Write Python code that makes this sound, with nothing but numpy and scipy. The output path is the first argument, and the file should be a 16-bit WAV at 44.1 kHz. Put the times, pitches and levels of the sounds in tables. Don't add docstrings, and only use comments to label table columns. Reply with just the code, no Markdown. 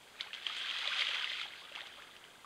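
import sys
import numpy as np
from scipy import signal
from scipy.io import wavfile
from scipy.ndimage import uniform_filter1d

SR = 44100
rng = np.random.default_rng(int(sys.argv[2]) if len(sys.argv) > 2 else 0)


def wrap_up_sound(samples):
    columns = np.atleast_2d(samples).T
    tamed = np.clip(columns, -1, 1)
    steps = np.round(tamed * 32767).astype(np.int16)
    wavfile.write(sys.argv[1], SR, steps)


N = 108045


def amp(db):
    return 10 ** (np.asarray(db) / 20)


def unit(x):
    return x / np.sqrt(np.mean(x ** 2) + 1e-20)


def read(points, hz):
    f, value = np.transpose(points)
    return np.interp(np.log(hz + 1), np.log(f + 1), value)


def level(points):
    return amp(np.interp(np.arange(N) / SR, *np.transpose(points)))


def add(mix, start_s, sound):
    part = mix[max(round(start_s * SR), 0):][:len(sound)]
    part += sound[:len(part)]


def colour(x, points, notches=()):
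    hz = np.fft.rfftfreq(4096, 1 / SR)
    db = read(points, hz)
    for f, half_width_hz, depth_db in notches:
        db = db - depth_db / (1 + ((hz - f) / half_width_hz) ** 2)
    log_gain = np.log(amp(np.r_[db, db[-2:0:-1]]))
    taps = np.fft.ifft(np.exp(np.conj(signal.hilbert(log_gain)))).real
    return signal.oaconvolve(x, taps[:len(hz)])[:N]


def noise_band(edge_hz, kind, length):
    sos = signal.butter(2, edge_hz, kind, fs=SR, output="sos")
    return unit(signal.sosfilt(sos, rng.standard_normal(length)))


# f/Hz, level/dB
HISS_COLOUR = [(20, 4.5), (450, 8), (1000, 4), (2000, -4), (3300, -4.5), (5000, 1), (8000, 2.5), (11500, 0),
               (15500, -2.5)]
HISS_DB = -52


def hiss():
    return amp(HISS_DB) * unit(colour(rng.standard_normal(N), HISS_COLOUR))


# f/Hz, t60/s
BANKS_T60 = [(300, 0.17), (3000, 0.55), (10000, 0.093)]
BANKS_DB = -17


def banks(x):
    hz, t, z = signal.stft(rng.standard_normal(SR // 2), SR, nperseg=256)
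    decay = amp(-60 * t / read(BANKS_T60, hz)[:, None])
    tail = signal.istft(z * decay, SR)[1]
    return amp(BANKS_DB) * signal.fftconvolve(x, tail / np.linalg.norm(tail))[:N]


# t/s, length/s, level/dB, f/Hz
BRIGHT_SWELLS = [(0.211, 0.028, -50.5, 4940), (0.568, 0.039, -46.5, 7540), (1.287, 0.023, -42, 4200),
                 (1.549, 0.082, -53, 4200), (1.866, 0.0044, -44.5, 5830)]
SWELL_EDGE_RATIO = 1.155


def bright_swells():
    out = np.zeros(N)
    for start_s, length_s, db, hz in BRIGHT_SWELLS:
        u = np.arange(0, 1, 1 / (length_s * SR))
        noise = noise_band([hz / SWELL_EDGE_RATIO, hz * SWELL_EDGE_RATIO], "band", SR)[:len(u)]
        add(out, start_s, amp(db) * np.sin(np.pi * u) * noise)
    return out


# t/s, length/s, level/dB, start f/Hz, end f/Hz
GURGLE_SWEEPS = [(.188, .018, -51, 2650, 2050), (.984, .04, -42, 1350, 1800),
                 (1.7635, .037, -46, 600, 2100), (1.811, .034, -48, 490, 980),
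                 (1.9734, .036, -50.5, 730, 1870)]
GURGLE_ROUGHNESS = .35


def gurgles():
    out = np.zeros(N)
    for start_s, length_s, db, start_hz, end_hz in GURGLE_SWEEPS:
        u = np.arange(0, 1, 1 / (length_s * SR))
        slow_noise = unit(uniform_filter1d(rng.standard_normal(SR), size=90))[:len(u)]
        flutter = 1 + GURGLE_ROUGHNESS * slow_noise
        pitch_hz = start_hz * (end_hz / start_hz) ** u
        tone = np.sin(2 * np.pi * np.cumsum(pitch_hz) / SR)
        swell = np.sqrt(abs(np.sin(np.pi * u)))
        add(out, start_s, amp(db) * swell * flutter * tone)
    return out


# t/s, level/dB, f/Hz
PLOP_TONES = [(.262, -40, 830), (0.281, -42, 1130), (0.306, -40, 1746), (0.379, -42, 1595),
              (0.499, -31.5, 1235), (0.831, -34.5, 867), (.857, -36.5, 750), (.877, -35.5, 578),
              (.918, -25.5, 1516), (1.0, -38.5, 558), (1.09, -38, 552), (1.133, -42, 510),
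              (1.161, -29, 1450), (1.315, -40.5, 590), (1.413, -34.5, 1340), (1.455, -35.5, 812),
              (1.619, -43.5, 1070), (1.717, -37.5, 584), (1.752, -45, 338), (1.924, -46, 3110),
              (1.983, -41.5, 564)]
PLOP_RISE_S, PLOP_DECAY_S, PLOP_GLIDE_PER_S = 0.0012, 0.0054, 3.5


def plops():
    out, t = np.zeros(N), np.arange(SR // 10) / SR
    envelope = (1 - np.exp(-t / PLOP_RISE_S)) * np.exp(-t / PLOP_DECAY_S)
    glided_t = t + PLOP_GLIDE_PER_S * t ** 2 / 2
    for start_s, db, hz in PLOP_TONES:
        add(out, start_s, amp(db) * envelope * np.sin(2 * np.pi * hz * glided_t))
    return out


def bubble(hz, decay_cycles, glide, tick):
    age = np.arange(int(6 * decay_cycles / hz * SR) + 2) * hz / decay_cycles / SR
    pitch_hz = hz * (1 + glide * age)
    ring = np.exp(-age) * np.sin(2 * np.pi * np.cumsum(pitch_hz) / SR)
    ring[0] += tick
    return ring


BUBBLE_MAX_GLIDE = 0.111
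THINNING = .34


def bubbles(flow, peak_per_s, spread_db, low_hz, high_hz, cycles, tick, count):
    share = (flow / flow.max()) ** THINNING
    chance, kind = rng.random(N), rng.integers(0, count, N)
    strength = amp(spread_db * np.minimum(rng.exponential(1, N), 3))
    struck = chance < share * peak_per_s / SR
    hits = strength * rng.choice([-1, 1], N) * struck / np.sqrt(share)
    out = np.zeros(N)
    for k, hz in enumerate(np.geomspace(low_hz, high_hz, count)):
        decay_cycles = cycles * 2 ** rng.uniform(-0.71, 1)
        ring = bubble(hz, decay_cycles, BUBBLE_MAX_GLIDE * rng.random(), tick)
        out += signal.oaconvolve(hits * (kind == k), ring * hz / high_hz)[:N]
    return unit(out)


# t/s, level/dB
SLOSH_LEVEL = [(0, -73), (.15, -59.5), (.275, -52), (.32, -69), (.37, -54.5), (.43, -60.5), (.49, -48),
               (.54, -51.5), (.72, -46.5), (.8, -44.5), (.93, -44), (1.02, -42), (1.06, -45.5), (1.19, -40),
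               (1.27, -50), (1.42, -50.5), (1.51, -55), (1.72, -57), (1.79, -50), (1.87, -60),
               (2.02, -56.5), (2.2, -62), (2.26, -60.5), (2.4, -66)]
# f/Hz, level/dB
SLOSH_FILTER = [(100, -33.5), (300, -13.5), (550, -7.5), (850, -6.5), (1150, 0.5), (1600, 3.5), (2200, -5),
                (3500, -2), (8000, -41.5)]
SLOSH_PEAK_PER_S, SLOSH_SPREAD_DB, SLOSH_CYCLES = 1300, 3.5, 5.92
WASH_DB = -9


def slosh():
    flow = level(SLOSH_LEVEL)
    swarm = bubbles(flow, SLOSH_PEAK_PER_S, SLOSH_SPREAD_DB, 450, 2600, SLOSH_CYCLES, tick=0, count=36)
    wash = unit(colour(rng.standard_normal(N), SLOSH_FILTER))
    return flow * unit(unit(colour(swarm, SLOSH_FILTER)) + amp(WASH_DB) * wash)


# t/s, level/dB, bubble f/Hz, spatter level/dB re bubble
BIG_DROPS = [(.202, -32, 1880, -20), (0.2086, -16, 3500, -15), (0.21, -18.5, 4170, -14.5),
             (0.331, -30.5, 3220, -11), (0.3323, -26, 2660, -14), (0.34, -30, 3280, -7),
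             (.348, -29, 3260, -6), (0.3718, -35.5, 2200, -18), (0.4288, -31.5, 3270, -7),
             (0.4662, -20, 3100, -16), (0.4669, -18.5, 3250, -10), (0.566, -27.5, 2920, -1.5),
             (0.6156, -31.5, 2900, -1.5), (.6568, -30, 3030, -6), (0.7103, -21, 2780, -10.5),
             (.7642, -20, 3300, -20), (0.786, -25, 3920, -3), (0.8759, -12.5, 3730, -20),
             (0.9442, -27, 3260, -14), (.9762, -29, 3300, -9), (0.9942, -18, 3240, -19),
             (1.0084, -18.5, 3150, -28), (1.0204, -19, 2130, -30), (1.0233, -19.5, 2920, -11),
             (1.0693, -18.5, 3180, -18), (1.0863, -25, 3400, -9), (1.087, -21, 3020, -9),
             (1.145, -20.5, 2400, -8), (1.1952, -32, 3000, 0), (1.2437, -16, 2780, -18.5),
             (1.275, -29, 2040, -22), (1.3175, -25.5, 1950, -9), (1.397, -28, 2100, -7),
             (1.414, -21.5, 3550, -12.5), (1.4313, -31, 2110, -14), (1.4857, -30, 3530, -16),
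             (1.536, -34, 2130, -21), (1.695, -42, 2430, -16.5), (1.7228, -36, 2600, -9),
             (1.75, -33, 1730, -19), (1.7532, -29, 3270, -7), (1.7602, -26, 2660, -15),
             (1.7793, -37, 2230, -13), (1.8069, -28.5, 3300, -21), (1.8074, -32, 1830, -11),
             (1.8163, -25.5, 3600, -22), (1.822, -40, 2000, -6), (1.8634, -37, 3020, -11),
             (1.8699, -29.5, 3660, -9), (2.0214, -36.5, 1750, -6), (2.1647, -38, 2850, -4),
             (2.2407, -36, 2920, -16), (2.249, -42, 1600, -5), (2.4455, -33.5, 1150, -15)]
# f/Hz, level/dB
DROP_FILTER = [(100, -13), (500, -6.5), (1200, -1), (4500, 0.5), (6500, -2.5), (9000, -9.5), (15500, -41)]
DROP_CYCLES, DROP_GLIDE, DROP_TICK, DROP_RISE_S = 2.55, 0.016, .2, .0002
SPATTER_DECAY_S, SPATTER_ROUGH_DB = 0.0062, 2.5


def big_drops():
    out, t = np.zeros(N), np.arange(SR // 20) / SR
    attack = 1 - np.exp(-t / DROP_RISE_S)
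    for start_s, db, hz, spatter_db in BIG_DROPS:
        grit, size = rng.standard_normal((2, len(t)))
        spatter = unit(grit * amp(SPATTER_ROUGH_DB * size))
        plip = amp(spatter_db) * spatter * np.exp(-t / SPATTER_DECAY_S)
        add(plip, 0, bubble(hz, DROP_CYCLES, DROP_GLIDE, DROP_TICK))
        add(out, start_s, amp(db) * attack * plip)
    return colour(out, DROP_FILTER)


# t/s, level/dB
SPRAY_LEVEL = [(0, -67), (.15, -61), (.2, -49.5), (.225, -50.5), (.32, -59), (.345, -47), (.405, -53),
               (.45, -47.5), (.48, -43), (.6, -41), (.71, -40), (.84, -38), (.97, -36), (1.005, -31.5),
               (1.04, -37), (1.15, -38.5), (1.27, -41.5), (1.42, -41), (1.5, -53), (1.6, -51.5),
               (1.71, -57.5), (1.78, -49.5), (1.85, -55.5), (1.93, -56.5), (2.1, -59.5), (2.45, -67.5)]
# f/Hz, level/dB
SPRAY_FILTER = [(100, -61), (500, -53), (1000, -1), (1600, -4), (2400, 3.5), (3400, 6.5), (4600, -1.5),
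                (6500, -9.5), (10000, -21.5), (15500, -33)]
SPRAY_PEAK_PER_S, SPRAY_SPREAD_DB, SPRAY_CYCLES, SPRAY_TICK = 2300, 2.1, 3.8, 1
MIST_DB, MIST_HZ = 12.5, 5480
CLUMP_DB, CLUMP_HZ = 2, 60


def spray():
    flow = level(SPRAY_LEVEL)
    drops = bubbles(flow, SPRAY_PEAK_PER_S, SPRAY_SPREAD_DB, 1255, MIST_HZ, SPRAY_CYCLES, SPRAY_TICK, count=40)
    clump_db = CLUMP_DB * noise_band([CLUMP_HZ / 2, CLUMP_HZ * 2], "band", N)
    mist = amp(MIST_DB + clump_db / 2) * noise_band(MIST_HZ, "high", N)
    patter = unit(amp(clump_db) * drops) + mist
    return flow * unit(colour(patter, SPRAY_FILTER))


def scene():
    water = spray() + slosh() + bright_swells() + big_drops() + plops() + gurgles()
    background = hiss()
    return (water + banks(water) + background)[None]


# f/Hz, level/dB
HOUSING_RESPONSE = [(100, -10.5), (1500, -2.5), (1750, -3), (2050, 2.5), (2800, -0.5), (3230, 2.5),
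                    (3800, -3.5), (5000, -8.5), (5900, -11), (7000, -12.5), (10000, -13.5), (15500, -19)]
# f/Hz, half-width/Hz, depth/dB
HOUSING_NOTCHES = [(5490, 110, 14.6), (10920, 200, 8), (13100, 270, 3.3)]
BAND_EDGE_HZ = 15720


def record(dry):
    heard = colour(dry[0], HOUSING_RESPONSE, HOUSING_NOTCHES)
    low_pass = signal.firwin(801, BAND_EDGE_HZ, window=("kaiser", 9), fs=SR)
    return signal.oaconvolve(heard, low_pass, "same")[None]


dry = scene()
out = record(dry)
wrap_up_sound(out)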